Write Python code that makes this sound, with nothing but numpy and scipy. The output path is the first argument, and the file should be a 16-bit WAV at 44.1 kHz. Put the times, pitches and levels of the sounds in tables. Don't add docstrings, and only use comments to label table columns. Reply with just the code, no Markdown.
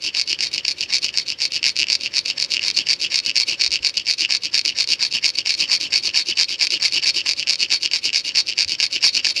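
import sys
import numpy as np
from scipy import signal
from scipy.fft import rfft, irfft
from scipy.io import wavfile
from scipy.ndimage import uniform_filter1d, minimum_filter1d

SR = 44100
rng = np.random.default_rng(int(sys.argv[2]) if len(sys.argv) > 2 else 0)


def waveform_to_disk(signal):
    frames = np.transpose(np.atleast_2d(signal))
    scaled = np.clip(frames, -1, 1) * 32767
    samples = np.round(scaled).astype(np.int16)
    wavfile.write(sys.argv[1], SR, samples)


def makeup_ratio(level_db):
    decades = np.asarray(level_db, float) / 20
    return 10 ** decades


N = 414540

# t/s, pressure level/dB
HAND = [(-0.001, -23.5), (0.754, -25.5), (1.495, -24.0), (2.227, -23), (2.977, -24.0), (3.69, -23.5),
        (4.396, -24.5), (5.093, -23), (5.789, -21), (6.465, -22), (7.125, -24.0), (7.792, -22),
        (8.442, -24.0), (9.116, -20), (9.779, -21.5)]
# first t/s, hardest t/s, last t/s, first peak level/dB, hardest peak level/dB
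SLOW_PULLS = [(0.0391, 0.0638, 0.088, -10, -6), (0.2769, 0.3292, 0.3292, -10, -4),
              (0.531, 0.5801, 0.5801, -12, -5), (0.8084, 0.8084, 0.8371, -5, -5),
              (1.0283, 1.0447, 1.0902, -14, -3), (1.2831, 1.3023, 1.3222, -9, -6),
              (1.5208, 1.563, 1.5781, -8, -6), (1.7581, 1.83, 1.841, -14, -2),
              (2.0099, 2.0599, 2.0754, -11, -8), (2.2595, 2.301, 2.3096, -6, -4),
              (2.5054, 2.5382, 2.5938, -12, -2), (2.7651, 2.7885, 2.7963, -10, -3),
              (3.003, 3.0152, 3.054, -14, -6), (3.2621, 3.2621, 3.3134, -3, -3),
              (3.4895, 3.496, 3.5236, -10, -6), (3.7068, 3.7386, 3.7652, -14, -1),
              (3.9714, 3.9714, 3.9989, -3, -3), (4.1841, 4.208, 4.2578, -11, -3),
              (4.4352, 4.4554, 4.4665, -11, -6), (4.6517, 4.6593, 4.7003, -3, -2)]
SLOW_PUSHES = [(0.1486, 0.197, 0.2192, -6, -1), (0.3893, 0.4068, 0.4718, -13, -5),
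               (0.6514, 0.6811, 0.7161, -5, 0), (0.9269, 0.9366, 0.9836, -9, 0),
               (1.1743, 1.1845, 1.198, -2, 0), (1.4033, 1.4529, 1.4608, -10, 0),
               (1.6295, 1.6651, 1.7008, -6, 0), (1.8692, 1.929, 1.9568, -13, 0),
               (2.1395, 2.1903, 2.1903, -9, 0), (2.4002, 2.4249, 2.4473, -4, 0),
               (2.6193, 2.6822, 2.7122, -14, 0), (2.8695, 2.91, 2.9374, -11, 0),
               (3.1202, 3.1576, 3.2008, -13, 0), (3.3572, 3.3738, 3.4156, -6, 0),
               (3.6115, 3.6185, 3.6774, -2, 0), (3.8304, 3.8681, 3.8948, -13, 0),
               (4.0682, 4.1111, 4.1368, -9, 0), (4.3015, 4.3497, 4.37, -10, -1),
               (4.5439, 4.5439, 4.6134, 0, 0), (4.7785, 4.8071, 4.8419, -12, 0)]
QUICK_PULLS = [(4.8746, 4.9214, 4.9389, -9, -3), (5.1257, 5.1257, 5.1852, -7, -7),
               (5.3727, 5.3862, 5.3928, -13, -4), (5.6019, 5.6222, 5.6289, -11, -6),
               (5.8118, 5.8299, 5.8409, -8, -7), (6.055, 6.0732, 6.0796, -8, -5),
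               (6.2869, 6.3115, 6.3115, -8, -7), (6.4924, 6.5253, 6.5293, -14, -10),
               (6.7048, 6.7215, 6.7278, -6, -5), (6.9235, 6.9588, 6.9809, -8, -5),
               (7.166, 7.1781, 7.2083, -13, -7), (7.3959, 7.3959, 7.4323, -5, -5),
               (7.5945, 7.6286, 7.646, -14, -3), (7.8244, 7.8596, 7.8751, -11, -3),
               (8.0413, 8.0541, 8.1023, -12, -4), (8.2589, 8.291, 8.3102, -13, -11),
               (8.471, 8.4866, 8.5344, -14, -7), (8.6798, 8.7198, 8.7509, -12, -5),
               (8.9276, 8.9614, 8.9793, -7, -9), (9.1509, 9.1509, 9.1986, -3, -3),
               (9.3637, 9.3777, 9.3946, -8, -7)]
QUICK_PUSHES = [(5.0268, 5.0268, 5.0501, 0, 0), (5.2437, 5.2634, 5.3022, 0, 0),
                (5.4599, 5.5059, 5.5501, -6, 0), (5.7154, 5.7303, 5.7628, -10, 0),
                (5.9227, 5.9583, 5.9859, -14, 0), (6.1439, 6.1757, 6.208, -12, -4),
                (6.3749, 6.4109, 6.4434, -8, 0), (6.612, 6.6241, 6.6737, -1, 0),
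                (6.8271, 6.8514, 6.8819, -4, 0), (7.0289, 7.0772, 7.1064, -11, 0),
                (7.2626, 7.291, 7.3342, -10, 0), (7.4721, 7.4954, 7.5567, -7, 0),
                (7.7035, 7.7253, 7.7603, -9, 0), (7.9137, 7.9346, 7.9648, -10, 0),
                (8.1307, 8.1594, 8.1827, -10, -1), (8.3508, 8.3722, 8.4071, -10, 0),
                (8.5802, 8.5885, 8.6467, -4, 0), (8.8011, 8.8281, 8.8648, -1, 0),
                (9.0285, 9.0426, 9.0916, -6, 0), (9.2468, 9.2532, 9.3069, -2, 0)]
# f/Hz, width/Hz, near-end level/dB, far-end level/dB, extra level when pushing/dB
SEED_MODES = [(896, 1800, -36, -29.5, 9), (2510, 513, -10.5, -23, 11), (2758, 374, -26.5, 9, -4.5),
              (3860, 570, -30, -39, 12.5), (4734, 800, 4.5, -5, 4), (8030, 740, -15, -37.5, 0),
              (10800, 4500, -70, -35, 4)]
# f/Hz, width/Hz, near-end level/dB, far-end level/dB, extra level when pushing/dB
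STONE_MODES = [(150, 370, -29.5, -18.5, -2.5), (343.4, 63, -14.5, -15.5, -7.5), (552, 92, -23.5, -26, -1.5),
               (990, 350, -29.5, -27.5, 6), (1735, 167, -32, -20, 10), (2196, 260, -15.5, -17, 8.5),
               (2626, 480, -5, -8.5, -3.5), (3015, 483, -11, 1, -13.5), (3120, 163, -6.5, -21, 2),
               (3810, 310, -7, -15, 4), (4401, 310, -2.5, -15, 6), (4521, 226, -1, -6, 6),
               (5290, 770, -13, -11.5, 3), (5604, 244, -11, -9, 7), (5650, 400, -14.5, -21.5, 4),
               (7480, 860, -30.5, -31.5, 3), (9850, 540, -26.5, -36, 3.5), (12700, 12000, -49, -50, -8)]
# t/s, level/dB, f/Hz
BUMPS = [
    (3.68, -43, 70),
    (3.8, -43, 65),
    (8.653, -40, 85),
]
# f/Hz, spectral level/dB
AIR_SPECTRUM = [(25, -28), (45, -9), (65, -6), (100, -1), (200, -5), (365, -1), (420, -6.5), (560, -1),
                (640, -13), (1400, -12.5), (3000, -5.5), (15000, -47)]

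CYCLES_PER_ROW = 3
PULL_SHARE, PUSH_DB, PRESS_SCATTER_DB = .48, 1.5, 1.82
GRIT_POWER, GRIT_REST = 1.365, 0.023
PITS_PER_S, PIT_DB, PIT_SPREAD_DB = 300, 6, 4.5
RIDGE_GAP, RIDGE_JITTER, RIDGE_MISSED = .084, .14, .18
RIDGE_DROP_DB, LAST_DROP_DB, CLOSEST_S = 11, 8, .004
KNOCK_DB, DUST_DB, DUST_S = 5.5, -25, .003
THROUGH_DB = -11
HISS_DB, SKIRT = -4, 3.14
ROOM_T60_S, ROOM_DB, ROOM_TOP_HZ = 0.14, -23.5, 5600
AIR_DB = -48
PORT_DIP_HZ, PORT_DIP_WIDTH_HZ = 4248, 69
PORT_PEAK_HZ, PORT_PEAK_WIDTH_HZ = 4320.6, 92
MIC_TOP_HZ, MIC_HISS_DB, TOP_HZ = 11700, -76, 15500
LIMIT, LIMIT_S = .97, .0004


def rubbing():
    speed, place, push, press_db = hand()
    hiss, pits = grit(speed, press_db)
    blows = knocks(place) + pits
    dust_decay = np.exp(-1 / (DUST_S * SR))
    dust = signal.lfilter([1], [1, -dust_decay], blows) * rng.standard_normal(N)
    snap = uniform_filter1d(blows, size=3)
    seed = body(SEED_MODES, 0, snap, place, push, flip=1, waver_db=.9)
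    rasp = hiss + makeup_ratio(DUST_DB) * dust
    stone = body(STONE_MODES, rasp, makeup_ratio(THROUGH_DB) * blows, place, push, flip=-1.0152, waver_db=1.29)
    return seed + stone


def hand():
    t = np.arange(N) / SR
    start, db = np.transpose(HAND)
    cycle = np.maximum(np.interp(t, start, CYCLES_PER_ROW * np.arange(len(start))), 0)
    turn = np.interp(cycle % 1, [0, PULL_SHARE, 1], [0, 1, 2])
    speed = np.abs(np.sin(np.pi * turn))
    place = .5 - .5 * np.cos(np.pi * turn)
    push = uniform_filter1d(np.floor(turn), size=400)
    press_db = np.interp(t, start, db) + PUSH_DB * push + PRESS_SCATTER_DB * walk(6.9)
    return speed, place, push, press_db


def grit(speed, press_db):
    force = makeup_ratio(press_db) * (GRIT_REST + speed ** GRIT_POWER)
    patchy_db = 3.0 * walk(300) + .6 * walk(30)
    hiss = force * rng.standard_normal(N) * makeup_ratio(HISS_DB + patchy_db)
    hit = rng.random(N) < PITS_PER_S * speed / SR
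    size = np.minimum(rng.exponential(size=N), 2.5)
    pits = force * hit * makeup_ratio(PIT_DB + PIT_SPREAD_DB * size)
    return hiss, pits


def knocks(place):
    t = np.arange(N) / SR
    travel = np.cumsum(np.abs(np.gradient(place)))
    strokes = np.concatenate([SLOW_PULLS, SLOW_PUSHES, QUICK_PULLS, QUICK_PUSHES])
    first, hardest, last, first_db, top_db = np.transpose(strokes)[..., None]
    step = np.arange(-12, 13)
    shift, low, luck = np.moveaxis(rng.random((len(first), len(step), 3)), -1, 0)
    offset = RIDGE_GAP * (step + RIDGE_JITTER * (2 * shift - 1))
    when_met = np.interp(np.interp(hardest, t, travel) + offset, travel, t)
    within = (when_met > first + CLOSEST_S) & (when_met < last - CLOSEST_S)
    struck = within & (luck > RIDGE_MISSED) & (step != 0)
    ridge_db = top_db - RIDGE_DROP_DB * low
    blow = np.zeros(N)
    for when, db in ((when_met[struck], ridge_db[struck]), (last, top_db - LAST_DROP_DB),
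                     (first, first_db), (hardest, top_db)):
        blow[(when * SR).astype(int)] = makeup_ratio(db + KNOCK_DB)
    return blow


def body(modes, hiss, blows, place, push, flip, waver_db):
    hz, width, near_db, far_db, push_db = np.transpose(modes)[..., None]
    gain = makeup_ratio(near_db + (far_db - near_db) * place + push_db * push)
    hiss_norm = np.sqrt(np.sum(gain ** 2 * width, axis=0) * np.pi / SR)
    blow_norm = np.sqrt(np.sum((gain * width) ** 2, axis=0)) * 2 * np.pi / SR
    drive = hiss / hiss_norm + blows / blow_norm
    out = np.zeros(N)
    for k in range(len(modes)):
        force = gain[k] * makeup_ratio(waver_db * walk(60)) * drive
        out += flip ** k * ring(force, hz[k, 0], width[k, 0])
    return out


def ring(x, hz, width):
    for spread in (1, SKIRT):
        q = max(hz / (spread * width), .7)
        x = signal.lfilter(*signal.iirpeak(hz, q, fs=SR), x)
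    return x


def walk(rate):
    k = int(SR / rate)
    held = np.repeat(rng.standard_normal(N // k + 1), k)
    return 1.79 * uniform_filter1d(held, k)[:N]


def room(x):
    t = np.arange(SR // 3) / SR
    tail = rng.standard_normal(len(t)) * makeup_ratio(-60 * t / ROOM_T60_S) * (t > .003)
    tail = signal.lfilter(*signal.butter(2, ROOM_TOP_HZ, fs=SR), tail)
    tail = tail / np.sqrt(np.sum(tail ** 2))
    return makeup_ratio(ROOM_DB) * signal.fftconvolve(x, tail)[:N]


def bumps():
    out = 0
    for s, db, hz in BUMPS:
        t = np.maximum(np.arange(N) / SR - s, 0)
        swell = np.e * t / 0.013 * np.exp(-t / 0.012)
        out = out + makeup_ratio(db) * swell * np.sin(2 * np.pi * hz * t)
    return out


def air():
    hz, db = np.transpose(AIR_SPECTRUM)
    f = np.maximum(np.arange(N // 2 + 1) * SR / N, 1)
    shape = makeup_ratio(np.interp(np.log(f), np.log(hz), db))
    x = irfft(rfft(rng.standard_normal(N)) * shape, N)
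    return x / np.std(x) * makeup_ratio(AIR_DB + .8 * walk(3))


def scene():
    rub = rubbing()
    return (rub + room(rub) + bumps() + air())[None]


def resonant_pair(hz, width):
    radius = np.exp(-np.pi * width / SR)
    return [1, -2 * radius * np.cos(2 * np.pi * hz / SR), radius ** 2]


def port(x):
    dip = resonant_pair(PORT_DIP_HZ, PORT_DIP_WIDTH_HZ)
    peak = resonant_pair(PORT_PEAK_HZ, PORT_PEAK_WIDTH_HZ)
    return signal.lfilter(dip, peak, x)


def band_limit(x):
    return signal.sosfilt(signal.butter(12, 15970, fs=SR, output="sos"), x)


def record(dry):
    heard = signal.lfilter(*signal.butter(2, MIC_TOP_HZ, fs=SR), port(dry))
    span = int(LIMIT_S * SR)
    duck = minimum_filter1d(LIMIT / np.maximum(np.abs(heard), LIMIT), size=2 * span + 1)
    smooth_duck = uniform_filter1d(uniform_filter1d(duck, size=span), size=span)
    hissing = heard * smooth_duck + makeup_ratio(MIC_HISS_DB) * rng.standard_normal(N)
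    top_filter = signal.ellip(8, .2, 50, TOP_HZ, fs=SR, output="sos")
    mix = signal.sosfilt(top_filter, hissing)
    return band_limit(mix)


dry = scene()
out = record(dry)
waveform_to_disk(out)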